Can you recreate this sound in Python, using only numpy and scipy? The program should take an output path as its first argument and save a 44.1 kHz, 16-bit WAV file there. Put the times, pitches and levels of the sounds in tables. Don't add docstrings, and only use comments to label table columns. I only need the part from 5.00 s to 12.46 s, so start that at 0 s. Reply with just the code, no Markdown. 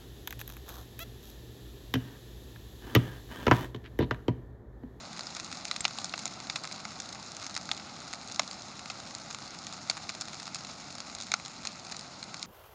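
import sys
import numpy as np
from scipy import signal
from scipy.io import wavfile
from scipy.ndimage import uniform_filter1d

SR = 44100
rng = np.random.default_rng(int(sys.argv[2]) if len(sys.argv) > 2 else 0)


def elevation(decibels):
    levels = np.asarray(decibels, float)
    return 10 ** (levels / 20)


def digitize_waveform(pressure):
    field = np.atleast_2d(pressure).T
    bounded = np.clip(field, -1, 1)
    quanta = np.round(bounded * 32767).astype(np.int16)
    wavfile.write(sys.argv[1], SR, quanta)


N = 328986


def at_hz(points, hz):
    table_hz, table_db = np.transpose(points)
    return np.interp(np.log(hz), np.log(table_hz), table_db)


def rms_one(x):
    return x / np.sqrt(np.mean(x ** 2) + 1e-20)


def band(x, low_hz, high_hz):
    return signal.sosfilt(signal.butter(2, [low_hz, high_hz], "band", fs=SR, output="sos"), x)


def high_pass(x, order, hz):
    return signal.sosfilt(signal.butter(order, hz, "high", fs=SR, output="sos"), x)


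def drift(rate_hz):
    hop, settle = 40, 2000
    r = np.exp(-2 * np.pi * rate_hz * hop / SR)
    white = rng.standard_normal(N // hop + settle + 2)
    slow = signal.lfilter([1], [1, -2 * r, r * r], white)[settle:]
    return np.interp(np.arange(N) / hop, np.arange(len(slow)), rms_one(slow))


def coloured(sources, spectrum, patchy_db):
    edges_hz = 22 * 2 ** np.arange(0, 9.1, 0.5)
    out = 0
    for k, (low_hz, high_hz) in enumerate(zip(edges_hz, edges_hz[1:])):
        level_db = at_hz(spectrum, np.sqrt(low_hz * high_hz))
        gain = elevation(level_db + patchy_db * drift(17.4))
        out = out + gain * band(sources[k % len(sources)], low_hz, high_hz)
    return rms_one(out)


def ring(clicks, hz, t60_ms):
    r = elevation(-60000 / (t60_ms * SR))
    w = 2 * np.pi * hz / SR
    return signal.lfilter([0, np.sin(w)], [1, -2 * r * np.cos(w), r * r], clicks + 1e-18)


def every_pop():
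    # t/s, level/dB, thick wood body/dB, tilt twig to needle/dB, tear/ms
    big_pops = [(0.6523, -30, -5, 1.6, 1.1), (0.7123, -26, 0, -1, 1.9), (0.7622, -29.3, -6.5, 1.5, 2.2),
                (0.8062, -40, -18.4, 6, 3.0), (0.852, -19.5, -1, -7.5, 1.64), (0.986, -29, 1, 1, 0.81),
                (1.0441, -30, -1, 7, 0.56), (1.1382, -33.5, 10, -12, 1.2), (1.2553, -29.0, -3, 7, 1.2),
                (1.498, -28, -4, -3.6, 3.1), (1.5581, -24.5, -3.0, -3, 3.3), (2.001, -29.5, -12, 3.5, 1.7),
                (2.5643, -27.1, -3.5, 0.5, 3.3), (2.7144, -26.5, -0.5, 0, 3.2),
                (3.3946, -19.5, 4, -1.4, 2.2), (3.8996, -31.5, -0.5, -2, 5.6),
                (4.8981, -23.5, -6.5, 1.5, 2.4), (4.9044, -34, -11, 2.5, 4), (5.092, -29.5, -5.1, -0.5, 3),
                (5.2099, -32.5, -5, 7, 3.7), (5.546, -30.5, -23, 6, 1.6), (6.3177, -22.5, -4, -0.9, 1),
                (6.3384, -20.5, -2.5, -4.5, 2.1), (6.6716, -27.5, -21, 0.5, 1.6)]
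    # level/dB of thick wood, twig, bark, needle ranges
    big_colour_db = [-1, -1.5, 4.5, -0.06]
    # t/s, level/dB, tear/ms
    needle_pops = [(0.3493, -39.5, 1.4), (0.4458, -41, 0.65), (1.0554, -42, 2.5), (1.1917, -36, 0.77),
                   (1.2776, -40.3, 1.9), (1.7214, -44.5, 2.4), (1.7253, -41.1, 2.2), (2.1271, -41, 1.7),
                   (2.3183, -43.5, 1.3), (2.367, -39, 1.4), (2.4162, -44.8, 2.5), (2.551, -38.2, 1.1),
                   (3.3213, -39.9, 1.3), (3.345, -40.5, 3), (3.3602, -40.5, 1.6), (3.5117, -38.3, 1.6),
                   (4.1499, -35.5, 0.87), (4.3273, -45, 2.0), (4.4768, -48, 5.3), (4.6678, -39.5, 1.6),
                   (5.5645, -46.5, 3.5), (6.1499, -36.5, 1.1), (6.2105, -39.5, 2.8), (6.222, -38.5, 1.4),
                   (6.2341, -45, 4.0), (6.481, -44, 1.3), (6.9663, -39.5, 1.3), (6.9925, -40.5, 5.5),
                   (7.01, -44, 1.3), (7.4278, -35.5, 2.5)]
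    # t/s, level/dB, tear/ms
    bark_pops = [(0.208, -38, 2.0), (0.2694, -41.5, 1.5), (0.5712, -40.5, 2.4), (0.7194, -51, 2.8),
                 (0.88, -35, 1.1), (1.0945, -42, 1.9), (1.6363, -37, 6.8), (2.148, -42, 0.74),
                 (2.4266, -41.5, 1.8), (2.4428, -39, 2.4), (2.4653, -35.2, 2.1), (2.496, -41.5, 1.6),
                 (2.5759, -33, 1.2), (3.1296, -38, 1.9), (3.477, -39.7, 1.3), (4.0005, -43, 2.5),
                 (4.1991, -44.5, 2.3), (5.2182, -35.5, 3.0), (5.2544, -41, 1.4), (5.429, -40, 2.0),
                 (5.4682, -40, 3.8), (5.6687, -45, 2.0), (5.9531, -38.5, 0.82), (5.9827, -40.7, 1.6),
                 (6.0032, -36.5, 1.9), (6.185, -40, 2.1), (6.4595, -38.5, 3), (6.8672, -43, 3.5),
                 (6.9133, -42.5, 5.9), (7.3674, -44, 2.7)]
    # t/s, level/dB, tear/ms
    twig_pops = [(0.1733, -39, 1.9), (0.1929, -32, 1.9), (0.3666, -32, 4.2), (0.3983, -33, 2.9),
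                 (0.5147, -35, 1.9), (0.5265, -32.5, 1.4), (0.5526, -40.4, 2.1), (0.844, -31, 1.6),
                 (1.1778, -33, 1.3), (1.4017, -36, 2.1), (1.6519, -34, 1.9), (1.6739, -36, 1.6),
                 (2.0894, -38.5, 2.6), (2.7762, -37.5, 2.1), (3.1354, -31, 1.6), (3.7926, -37, 2.7),
                 (4.3092, -35.7, 2.3), (4.3463, -33, 2.7), (4.7257, -36, 1.7), (5.1497, -35.5, 2.1),
                 (5.2824, -36.5, 2.7), (5.3315, -35.5, 1.5), (5.3992, -35, 1.9), (5.5564, -33, 2.3),
                 (5.648, -37, 2.5), (6.2018, -36, 1.8), (6.6516, -31.5, 1.5), (6.9211, -32, 4.3),
                 (7.2284, -35.5, 1.7), (7.3427, -33, 2.1)]
    # t/s, level/dB, tear/ms
    branch_pops = [(0.5978, -48, 2.6), (0.9091, -42, 1.3), (1.2644, -37, 1.9), (1.6438, -38, 1.2),
                   (1.852, -34.5, 2.4), (2.6906, -35, 1.7), (3.4186, -40.6, 2.8), (3.8578, -38.5, 1.6),
                   (4.3035, -38.5, 5.2), (4.7422, -43, 1), (4.7784, -47, 2.1), (4.9115, -36, 1.4),
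                   (4.9689, -37.5, 2.3), (4.9752, -36.5, 2.8), (5.0992, -36, 2.1), (5.276, -46, 2.8),
                   (5.4203, -42, 1.3), (5.4779, -38, 1.9), (5.6069, -42.1, 1.8), (6.3986, -41.3, 1.4)]
    # thick wood/dB, twig/dB, bark/dB, needle/dB
    kind_colours = [
        (-8, -1.5, 9.5, 7),
        (0, -12.5, 7.5, 3.2),
        (-2.5, -0.5, 4.5, -0.2),
        (4, 1, 4.5, -0.5),
    ]
    # t/s, level/dB, brightness/dB
    sparks = [(0.1648, -41, 0), (0.6816, -44, 8), (1.0064, -55, 14), (1.0152, -39, 2.3), (1.7602, -42.5, 4),
              (1.801, -40.5, 1.5), (1.8476, -52, 6.0), (1.9062, -44, 4), (2.154, -45, -7),
              (2.348, -46.5, 8), (2.421, -40, 0), (2.5426, -42, 5.7), (2.6117, -41, 2), (2.747, -46, 7.5),
              (2.8728, -45.5, -3), (2.9636, -45.5, 3.5), (3.2977, -42, 2), (3.3145, -40, 1),
              (3.4322, -42, 4.5), (3.6203, -47, 9), (4.108, -41, 1.5), (4.5472, -40.5, 2),
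              (4.889, -43, 2.3), (5.3411, -42.5, -1), (5.4556, -41, 2), (5.711, -48.5, 7),
              (6.0983, -42, -0.1), (6.4502, -47, 11), (6.8976, -41, 1), (7.395, -50, 11)]

    rows = []
    for s, db, body_db, tilt_db, tear_ms in big_pops:
        levels_db = db + np.add(big_colour_db, [body_db, -tilt_db, 0, tilt_db])
        rows.append((s, *levels_db, tear_ms))
    for kind, colour_db in zip([needle_pops, bark_pops, twig_pops, branch_pops], kind_colours):
        for s, db, tear_ms in kind:
            rows.append((s, *np.add(db, colour_db), 0.6 * tear_ms))
    for s, db, lift_db in sparks:
        dark_db, bright_db = db - lift_db, db + lift_db
        rows.append((s, dark_db, dark_db, bright_db + 2.5, bright_db - 1.5, 2.2))

    far_count, far_db, far_spread_db, far_tear_ms = 130, -47, 3, 0.86
    far_s = rng.random(far_count) * N / SR
    far_kind = rng.integers(0, 4, far_count)
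    size, length = rng.standard_normal((2, far_count, 1))
    levels_db = far_db + far_spread_db * np.minimum(size, 1) + np.array(kind_colours)[far_kind]
    return np.vstack([rows, np.c_[far_s, levels_db, far_tear_ms * elevation(3.0 * length)]])


def pops(table):
    edges_hz = [600, 1650, 3100, 5800, 8600]
    range_db = [21.53, 19.3, 18.36, 26]
    tail_db, tail_ms, rise_ms = -16.5, 6.5, 0.037
    ragged_db, stretch, crack_db = 3.0, 0.93, 15.0

    ms = np.arange(1400) / SR * 1000
    draws = rng.standard_normal((len(table), 5, len(ms)))
    s, *levels_db, tear_ms = np.transpose(table)
    decay_ms = np.maximum(stretch * tear_ms, 0.3)[:, None]
    tear = np.exp(-(ms / decay_ms) ** 0.96)
    scatter = elevation(tail_db) * np.exp(-ms / tail_ms)
    ragged = elevation(ragged_db * rms_one(uniform_filter1d(draws[:, 4], size=18)))
    shape = (tear + scatter) * ragged * (1 - np.exp(-ms / rise_ms))
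    crack = elevation(crack_db) * (ms == 0)
    bursts = 0
    for k, level_db in enumerate(levels_db):
        part = band(draws[:, k] * shape + crack, edges_hz[k], edges_hz[k + 1])
        gain = elevation(level_db + range_db[k]) / np.linalg.norm(part, axis=1)
        bursts = bursts + gain[:, None] * part
    out = np.zeros(N + len(ms))
    for start, burst in zip(np.round(s * SR).astype(int), bursts):
        out[start:start + len(ms)] += burst
    return high_pass(out[:N], 4, 520)


def stems():
    # t/s, f/Hz, level/dB, t60/ms
    stem_rings = [(.7123, 4050, -16.5, 12), (.8066, 8460, -9, 16), (.8522, 2700, -22, 7.9),
                  (.8522, 4080, -15, 11), (1.1385, 2700, -18.5, 12), (1.4992, 3600, -13, 5),
                  (1.5588, 4300, -27, 9.1), (5.0922, 4400, -25, 8), (7.228, 4220, -22, 8),
                  (2.7146, 3440, -9, 7.2), (3.3952, 1200, -29, 12), (3.9007, 1270, -29.5, 18),
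                  (.2688, 5030, -26, 10), (4.8985, 685, -21, 16), (6.3395, 1410, -15.5, 15),
                  (4.8985, 4550, -11.5, 12), (4.8985, 5500, -25, 6), (6.3175, 2200, -18, 7.3),
                  (6.3395, 3870, -22, 8), (6.3395, 6360, -8, 8.7), (6.672, 4120, -27, 8)]
    out = 0
    for s, hz, level_db, t60_ms in stem_rings:
        knock = elevation(level_db) * (np.arange(N) == int(s * SR))
        out = out + ring(knock, hz, t60_ms)
    return high_pass(out, 2, 550)


def squeak():
    # f/Hz, level/dB, t60/ms
    steam_jet = (7520, -8.5, 24)
    hz, level_db, t60_ms = steam_jet
    start_s, blow_ms = 0.8063, 1.5
    since_ms = (np.arange(N) / SR - start_s) * 1000
    blowing = (since_ms > 0) * (since_ms < blow_ms)
    jet = ring(rng.standard_normal(N) * blowing, hz, t60_ms)
    return elevation(level_db) * jet / np.abs(jet).max()


def ticks(per_s=320.0, spread_db=2.5, clump_db=4.5, cycles=1.8, level_db=-53.5):
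    sizes = elevation(spread_db * np.minimum(rng.exponential(1, N), 3.0)) * rng.choice([-1, 1], N)
    born = rng.random(N) < per_s * elevation(clump_db * drift(8)) / SR
    pitch = rng.integers(0, 10, N)
    snaps = 0
    for k, hz in enumerate(np.geomspace(1600, 8500, 10)):
        snaps = snaps + ring(sizes * born * (pitch == k), hz, cycles * 1000 / hz)
    return elevation(level_db) * rms_one(snaps)


def needles(per_s=700.0, spread_db=4.0, clump_db=5.0, last_ms=0.15, smooth_db=0.6):
    # f/Hz, level per Hz/dB
    hiss_spectrum = [(500, -11.5), (1000, 0), (2200, -6.5), (4000, 0.5), (5500, -4), (7000, 3.5),
                     (9000, -4.5)]
    sizes = elevation(spread_db * np.minimum(rng.exponential(1, N), 3.5))
    born = rng.random(N) < per_s * elevation(clump_db * drift(25)) / SR
    r = np.exp(-1000 / (last_ms * SR))
    power = signal.lfilter([1], [1, -r], sizes ** 2 * born + 1e-12)
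    puffs = rms_one(np.sqrt(power))
    envelope = np.sqrt(puffs ** 2 + elevation(smooth_db) ** 2)
    return coloured(rng.standard_normal((2, N)) * envelope, hiss_spectrum, patchy_db=1.13)


def roar():
    # f/Hz, level per Hz/dB
    roar_spectrum = [(25, -38.5), (50, -20), (100, -6), (200, -0.5), (400, -3.5), (800, -2), (1400, -9),
                     (2500, -24.5)]
    return coloured(rng.standard_normal((2, N)), roar_spectrum, patchy_db=0.95)


def scene():
    # t/s, hiss level/dB, roar level/dB
    blaze = [
        (0.0, -47.5, -47),
        (0.87, -44.5, -48.5),
        (1.37, -47.5, -47.5),
        (4.61, -47.5, -48.5),
        (5.15, -47.5, -49),
        (6.5, -48, -49.5),
        (7.46, -48, -48.5),
    ]
    s, hiss_db, roar_db = np.transpose(blaze)
    t = np.arange(N) / SR
    hiss = elevation(np.interp(t, s, hiss_db) + 5.0) * needles()
    flame = elevation(np.interp(t, s, roar_db) + 4.0) * roar()
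    return (pops(every_pop()) + stems() + squeak() + ticks() + hiss + flame)[None]


def roll_off(x):
    return signal.sosfilt(signal.butter(12, 10340, fs=SR, output="sos"), x)


def record(dry):
    # f/Hz, width/Hz, gain/dB
    notches = [(446, 299, -11.5), (978, 222, -7), (1748, 374, -7), (3100, 660, -10.5), (4090, 160, 3.5),
               (5930, 515, -8.5), (8036, 690, -24)]
    self_noise_db, dull_hz, top_hz = -98, 6790, 9070
    x = high_pass(dry, 2, 45)
    for hz, width_hz, gain_db in notches:
        w, a = 2 * np.pi * hz / SR, np.pi * width_hz / SR
        g = np.sqrt(elevation(gain_db))
        middle = -2 * np.cos(w)
        x = signal.lfilter([1 + a * g, middle, 1 - a * g], [1 + a / g, middle, 1 - a / g], x)
    x = signal.sosfilt(signal.butter(4, dull_hz, fs=SR, output="sos"), x)
    x = signal.sosfilt(signal.cheby1(8, 0.3, top_hz, fs=SR, output="sos"), x)
    x = x + elevation(self_noise_db) * rng.standard_normal(x.shape)
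    return roll_off(x)


dry = scene()
out = record(dry)
digitize_waveform(out)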